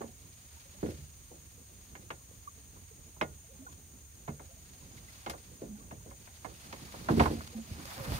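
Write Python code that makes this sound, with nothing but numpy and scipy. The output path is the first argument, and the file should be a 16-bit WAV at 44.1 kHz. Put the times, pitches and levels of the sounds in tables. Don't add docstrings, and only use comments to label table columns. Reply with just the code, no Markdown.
import sys
import numpy as np
from scipy import signal
from scipy.fft import rfft, irfft, next_fast_len
from scipy.io import wavfile

SR = 44100
rng = np.random.default_rng(int(sys.argv[2]) if len(sys.argv) > 2 else 0)


def to_wav(s):
    ch = np.atleast_2d(s).T
    pcm = np.round(np.clip(ch, -1, 1) * 32767)
    wavfile.write(sys.argv[1], SR, pcm.astype(np.int16))


N = 361399


def from_db(db):
    return 10 ** (np.asarray(db) / 20)


def rms_one(x):
    return x / np.sqrt(np.mean(x ** 2) + 1e-20)


def level(rows):
    return from_db(np.interp(np.arange(N) / SR, *np.transpose(rows)))


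def at_hz(points, hz):
    freqs, values = np.transpose(points)
    return np.interp(np.log(hz), np.log(freqs), values)


def cut(x, hz, kind, order=2):
    return signal.sosfilt(signal.butter(order, hz, kind, fs=SR, output="sos"), x)


def pan(db):
    return from_db(np.array([[db], [-db]]) / 2)


def add(out, s, sound):
    at = max(0, round(s * SR))
    out[:, at:at + sound.shape[-1]] += sound[..., :max(0, N - at)]


def flutter(rate):
    draws = rng.standard_normal(N // 40)
    return rms_one(np.interp(np.arange(N) / SR * rate, np.arange(N // 40), draws))


# f/Hz, left-right correlation [-1 to 1]
LIKENESS = [(60, .98), (300, .96), (550, .72), (1000, .5), (2500, .4), (5000, .1), (15000, 0)]


def stereo_noise(spectrum, size=N):
    padded = next_fast_len(size)
    hz = np.maximum(np.fft.rfftfreq(padded, 1 / SR), 1)
    mid, side = rfft(rng.standard_normal((2, padded)))
    alike = np.clip(at_hz(LIKENESS, hz), -1, 1)
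    both = np.sqrt(1 + alike) * mid + np.sqrt(1 - alike) * side * [[1], [-1]]
    return rms_one(irfft(both * from_db(at_hz(spectrum, hz)), padded)[:, :size])


# t/s, level/dB
LAP = [(0.0, -62), (0.29, -65.5), (0.96, -63.5), (1.73, -66.5), (2.26, -64), (2.51, -65), (5.7, -62),
       (5.79, -58), (6.34, -65), (6.57, -55.5), (6.98, -57), (7.23, -47.5), (7.66, -57), (8.19, -45)]
# f/Hz, relative level/dB per Hz
WATER = [(90, 5.5), (200, 2.5), (400, -5.5), (700, -14.5), (1300, -19.5), (3000, -62.5), (8000, -53)]
# f/Hz, relative level/dB per Hz
RUMBLE = [(25, -17), (38, -3), (52, 0.5), (80, 4), (110, -4), (170, -15.5), (300, -28), (1000, -39)]


def river(rumble_db, lap_db, lap_rough_db):
    unevenness = from_db(lap_db + lap_rough_db * flutter(rate=24))
    lapping = level(LAP) * stereo_noise(WATER) * unevenness
    rumble = from_db(rumble_db) * stereo_noise(RUMBLE)
    return (lapping + rumble) * pan(db=-3.5)


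BUBBLES_FOLLOW = 0.7


def bubbles(bubble_db, low_hz, high_hz, cycles, rise, spread_db, count):
    out, stir, t = np.zeros((2, N)), level(LAP), np.arange(SR // 8) / SR
    coarse = stir[::100]
    for when, size, loud, side in rng.random((count, 4)):
        at = np.searchsorted(np.cumsum(coarse), when * coarse.sum()) * 100
        hz = low_hz * (high_hz / low_hz) ** size
        age = t * hz / cycles
        tone = np.sin(2 * np.pi * hz * t * (1 + rise * age))
        ping = tone * from_db(-60 * age) * (1 - np.exp(-t * hz / 2))
        vigour = stir.mean() * (stir[min(at, N - 1)] / stir.mean()) ** BUBBLES_FOLLOW
        gain = vigour * from_db(bubble_db - spread_db * loud) * np.sqrt(low_hz / hz)
        add(out, at / SR, gain * ping * pan(8 * (side - .5) - 2))
    return out


# t/s, level/dB of the pull
NET = [(0.0, -68.5), (0.27, -67.5), (0.89, -64), (1.14, -68.5), (3.59, -69.5), (4.1, -71), (4.81, -65.5),
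       (5.19, -63.5), (5.66, -69), (5.98, -69), (6.7, -62), (6.9, -59.5), (7.08, -59), (7.42, -65),
       (7.674, -62.5), (7.912, -57), (8.03, -57), (8.19, -56)]
# f/Hz, relative level/dB per Hz
MESH = [(300, -13), (700, -3), (1300, -5), (2200, -1), (3200, -3), (4700, -0.5), (6500, -8), (7800, -9.5),
        (8700, -7), (12000, -9), (15500, -15)]
FULL_PULL_DB, PULL_SWING = -53, 1.49


def net(net_db, rough_db, knots_per_s, knots_db, sizzle_db, slosh_db):
    haul = from_db(net_db) * (level(NET) / from_db(FULL_PULL_DB)) ** PULL_SWING
    pull = haul + shaken()
    force = (haul / haul.max()) ** 2
    rub = stereo_noise(MESH) * from_db(rough_db * flutter(rate=76))
    sizzle = from_db(sizzle_db) * rms_one(cut(rng.standard_normal((2, N)), 12000, "high"))
    slosh = from_db(slosh_db) * rms_one(cut(stereo_noise(MESH), [650, 1500], "band"))
    slosh = slosh * from_db(3.0 * flutter(rate=56))
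    catches = (rng.random(N) < knots_per_s / SR) * rng.uniform(0, 1, N)
    tick_decay = np.exp(-1 / (0.00029 * SR))
    ticks = signal.lfilter([1], [1, -tick_decay], catches + 1e-18)
    rustle = rub + force * sizzle + np.sqrt(force) * slosh
    return pull * rustle * (1 + from_db(knots_db) * ticks)


# f/Hz, relative level/dB per Hz
HISS = [(300, -0.5), (1500, -0.5), (4200, -0.5), (5200, -2.5), (7000, 10.5), (7700, -15.5), (8400, -15),
        (9500, -19), (10100, 4), (10700, -7), (13000, 4), (15500, 6)]
# f/Hz, width/Hz, level/dB
HISS_PEAKS = [(6325, 430, -65), (6730, 74, -65), (6760, 56, -74.5), (8714, 810, -64), (8740, 150, -69.5)]


def hiss(hiss_db):
    out = from_db(hiss_db) * stereo_noise(HISS)
    for hz, width, db in HISS_PEAKS:
        edges = [hz - width / 2, hz + width / 2]
        out += from_db(db) * rms_one(cut(rng.standard_normal((2, N)), edges, "band"))
    return out


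# f/Hz, relative level/dB, t60/s at a ring factor of 1
HULL = [(80, -5, 1), (146.3, -2.5, 0.47), (227, 1, 0.24), (296.9, 0, 0.11), (314, -5, 0.28),
        (349.7, -3, 0.18), (415.3, -7.5, 0.3), (478, -5.5, 0.27), (502.6, -9.5, 0.16), (544.6, -8.5, 0.31),
        (618.4, -11, 0.17), (710, -20, 0.38), (874.6, -10, 0.21), (1027, -17.5, 0.39), (1430, -4.5, 0.29),
        (1540, 6.5, 0.036), (1726, -4, 0.22), (1914, -7, 0.21), (2137, 2.5, 0.15)]


def plate_modes(t, ring, scatter_db):
    hz, db, t60 = np.transpose(HULL)[:, :, None]
    signs = np.resize([1, -1], hz.shape)
    strength = signs * from_db(db + scatter_db * rng.standard_normal(hz.shape))
    apart = np.arccos(np.clip(at_hz(LIKENESS, hz), -1, 1)) * rng.choice([-1, 1], hz.shape)
    fade = strength * from_db(-60 * t / (t60 * ring))
    return np.array([(fade * np.sin(2 * np.pi * hz * t + side * apart / 2)).sum(0) for side in (1, -1)])


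# f/Hz, relative level/dB per half octave, t60/s at a ring factor of 1
PLATE = [(70, -3.5, 0.31), (200, -0.5, 0.14), (454, -1, 0.2), (1030, 8.5, 0.079), (2200, 1, 0.14),
         (4430, 4.5, 0.13), (14000, 4, 0.15)]


def plate_wash(t, ring):
    out, table = 0, np.array(PLATE)
    white = [stereo_noise([(30, 0), (16000, 0)], size=len(t)) for _ in range(2)]
    for k, hz in enumerate(np.geomspace(60, 15360, num=17)):
        db, t60 = (at_hz(table[:, [0, column]], hz) for column in (1, 2))
        band = cut(white[k % 2], [hz / 2 ** .25, hz * 2 ** .25], "band")[:, ::-1]
        fade = from_db(-60 * t / (t60 * ring))
        out = out + from_db(db) * rms_one(band * fade) * np.sqrt(np.mean(fade ** 2))
    return out


def crack(t, t60, low_hz):
    burst = cut(cut(rng.standard_normal(len(t)), low_hz, "high"), low_hz, "low", order=1)
    fade = from_db(-60 * t / t60)
    return rms_one(burst * fade) * np.sqrt(np.mean(fade ** 2))


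def blow(low_hz, top_hz, ring, modes_db=-1.5, wash_db=-4.0, crack_db=2.5, grit_db=-17.0):
    t = np.arange(SR // 2) / SR
    hull = from_db(modes_db) * plate_modes(t, ring, scatter_db=3.0)
    hull = hull + from_db(wash_db) * plate_wash(t, ring)
    hull = hull + from_db(crack_db) * crack(t, t60=0.0037, low_hz=890)
    hull = cut(hull, low_hz, "high", order=1)
    grit_edges = np.minimum(top_hz * np.array([1, 3.2]), .44 * SR)
    grit = cut(hull, grit_edges, "band", order=1)
    return cut(hull, top_hz, "low", order=4) + from_db(grit_db) * grit


SHOVE_DB, SHOVE_T60_S = 5, 0.046
SHOVE_SHARE = 0.682


def shove(hz):
    t = np.arange(SR // 2) / SR
    fade = from_db(SHOVE_DB - 60 * t / SHOVE_T60_S)
    return fade * np.sin(2 * np.pi * hz * t) * (1 - np.exp(-4 * t * hz))


# t/s, level/dB, low edge f/Hz, top edge f/Hz of the first touch
THUMPS = [(0.007, -40.5, 350, 620), (0.829, -29, 260, 512), (0.888, -40, 109, 527), (0.981, -40, 50, 100),
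          (1.314, -51.5, 400, 700), (5.619, -41, 192, 560), (6.061, -50, 220, 665),
          (7.102, -21.5, 199, 376), (7.172, -20.5, 260, 377), (7.197, -21.5, 70.4, 123),
          (7.302, -30.5, 280, 450), (7.341, -38, 200, 314), (7.705, -38, 70, 200), (8.078, -29, 70, 135),
          (8.129, -26.5, 130, 140)]
THUMP_RING, THUMP_PAN_DB = 1, -2
SETTLE_S, SETTLE_LOSS_DB, SETTLE_DULLING = .03, 7, 0.77


def thumps(count):
    out = np.zeros((2, N))
    for s, db, low_hz, top_hz in THUMPS:
        add(out, s, from_db(db) * shove(SHOVE_SHARE * top_hz))
        for k in range(count):
            dull = SETTLE_DULLING ** k
            touch = blow(low_hz * dull, top_hz * dull, THUMP_RING, wash_db=-3.5, grit_db=-26.0)
            add(out, s + k * SETTLE_S, from_db(db - k * SETTLE_LOSS_DB) * touch)
    return out * pan(THUMP_PAN_DB)


SHAKE_DB, SHAKE_GROWTH = -48, 1.6
SHAKE_RISE_S, SHAKE_FALL_S = 0.014, 0.092


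def shaken():
    out, t = np.zeros((1, N)), np.arange(SR) / SR
    heaviest_db = max(db for _, db, _, _ in THUMPS)
    swell = (1 - np.exp(-t / SHAKE_RISE_S)) * np.exp(-t / SHAKE_FALL_S)
    for s, db, _, _ in THUMPS:
        add(out, s, from_db(SHAKE_DB + SHAKE_GROWTH * (db - heaviest_db)) * swell)
    return out[0]


# t/s, contact level/dB, contact top edge f/Hz, plate level/dB, boom level/dB, left-right difference/dB
KNOCKS = [ (0.014, -47.5, 1880, 2, -9, -9), (0.861, -60, 3600, -4, -6, -17),
          (1.952, -48, 2630, -8, -11, -3.5), (2.104, -38.5, 2900, -8.5, -2, -1),
          (2.763, -54, 1300, -16, -7, 0), (3.164, -60.5, 1300, -4, -17, -7),
          (3.212, -29.5, 2850, -3.5, -0.5, -1.5), (3.7262, -63, 12100, -26, -20, -2),
          (4.277, -49.5, 2700, 8.5, 21.5, -2), (4.395, -54, 2200, 1.5, 9, 0.5),
          (5.262, -43.5, 3900, 5, -11, -2), (5.297, -41.5, 13000, -2.5, -18, 1.5),
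          (5.333, -52.5, 1800, 6, -7, -2), (5.91, -51.5, 2550, 3, 13.5, -1), (6.11, -58, 2030, 3, 2, -2),
          (6.273, -53.5, 2530, -9.5, -15, 4), (6.446, -45.5, 2050, -0.5, -6, -13),
          (6.726, -47, 6200, 0.5, -18, -2.5), (6.937, -61, 2400, 14, 23.5, 0),
          (7.086, -27, 1500, -2.5, -18, -3), (7.197, -28, 3130, 7, 0, -3),
          (7.236, -38.5, 2700, -7, -8, -11), (7.2565, -29, 1580, -1.5, -11, -5.5),
          (7.407, -43.5, 1700, -24.5, 5, 1)]
CONTACT_LOW_HZ, CONTACT_RING = 970, 0.59
PLATE_LAG_S, PLATE_LOW_HZ, PLATE_TOP_HZ, PLATE_RING = 0.002877, 530, 1050, 1
BOOM_LAG_S, BOOM_LOW_HZ, BOOM_TOP_HZ, BOOM_RING = .008, 367, 196, 0.68


def knocks():
    out = np.zeros((2, N))
    for s, db, top_hz, plate_db, boom_db, side_db in KNOCKS:
        gain = from_db(db) * pan(side_db)
        contact = blow(CONTACT_LOW_HZ, top_hz, CONTACT_RING,
                       modes_db=-5.5, wash_db=-5.0, crack_db=10.0, grit_db=-21.0)
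        plate = blow(PLATE_LOW_HZ, PLATE_TOP_HZ, PLATE_RING, modes_db=-3.5, wash_db=-2.5, grit_db=-23.0)
        boom = blow(BOOM_LOW_HZ, BOOM_TOP_HZ, BOOM_RING)
        add(out, s, gain * contact)
        add(out, s + PLATE_LAG_S, gain * from_db(plate_db) * plate)
        add(out, s + BOOM_LAG_S, gain * from_db(boom_db) * boom)
    return out


# t/s, starting f/Hz, level/dB, length/s
GULPS = [(2.311, 540, -52, 0.013), (2.474, 1130, -41, 0.025), (2.908, 450, -54, 0.032),
         (3.482, 516, -58, 0.12), (3.59, 255.4, -50, 0.1), (3.618, 600, -59, .04), (3.664, 814, -51, 0.017),
         (3.665, 1470, -41.5, 0.023), (3.673, 1110, -53, 0.048), (4.977, 1970, -53, .02),
         (5.085, 2190, -50.5, .015), (5.688, 205.6, -42, 0.15), (7.548, 218, -34, 0.12),
         (7.966, 535, -46, 0.25)]
GULP_RISE = 0.027


def gulps(swell, wobble, rough_db):
    out, shape = np.zeros((2, N)), flutter(rate=90)
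    strength = from_db(rough_db * flutter(rate=44))
    for s, start_hz, db, length in GULPS:
        age = np.linspace(0, 1, max(int(length * SR), 2))
        now = np.minimum(int(s * SR) + np.arange(len(age)), N - 1)
        hz = start_hz * (1 + GULP_RISE * age) * (1 + wobble * shape[now])
        tone = strength[now] * np.sin(2 * np.pi * np.cumsum(hz) / SR)
        envelope = np.sin(np.pi * age ** swell) ** 2
        add(out, s, from_db(db) * envelope * tone)
    return out * pan(db=-3.0)


PORT_LAG_S = .00033


def from_right(x):
    t = np.arange(N) / SR
    return np.array([np.interp(t - PORT_LAG_S, t, x[0]), x[1]])


def scene():
    water = river(rumble_db=-57.0, lap_db=2.5, lap_rough_db=4.0)
    water += bubbles(bubble_db=12.5, low_hz=427, high_hz=3800, cycles=54, rise=0.068, spread_db=7.0, count=220)
    mesh = net(net_db=-43.0, rough_db=2.0, knots_per_s=8.3, knots_db=17, sizzle_db=-0.5, slosh_db=-0.5)
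    hull = thumps(count=2) + knocks()
    water += gulps(swell=0.43, wobble=0.045, rough_db=1.0)
    return from_right(hull + water + mesh) + hiss(hiss_db=-58.5)


CUTOFF_HZ = 15600


def record(dry):
    no_rumble = cut(dry, 44, "high", order=5)
    return signal.sosfilt(signal.ellip(10, .1, 80, CUTOFF_HZ, fs=SR, output="sos"), no_rumble)


dry = scene()
out = record(dry)
to_wav(out)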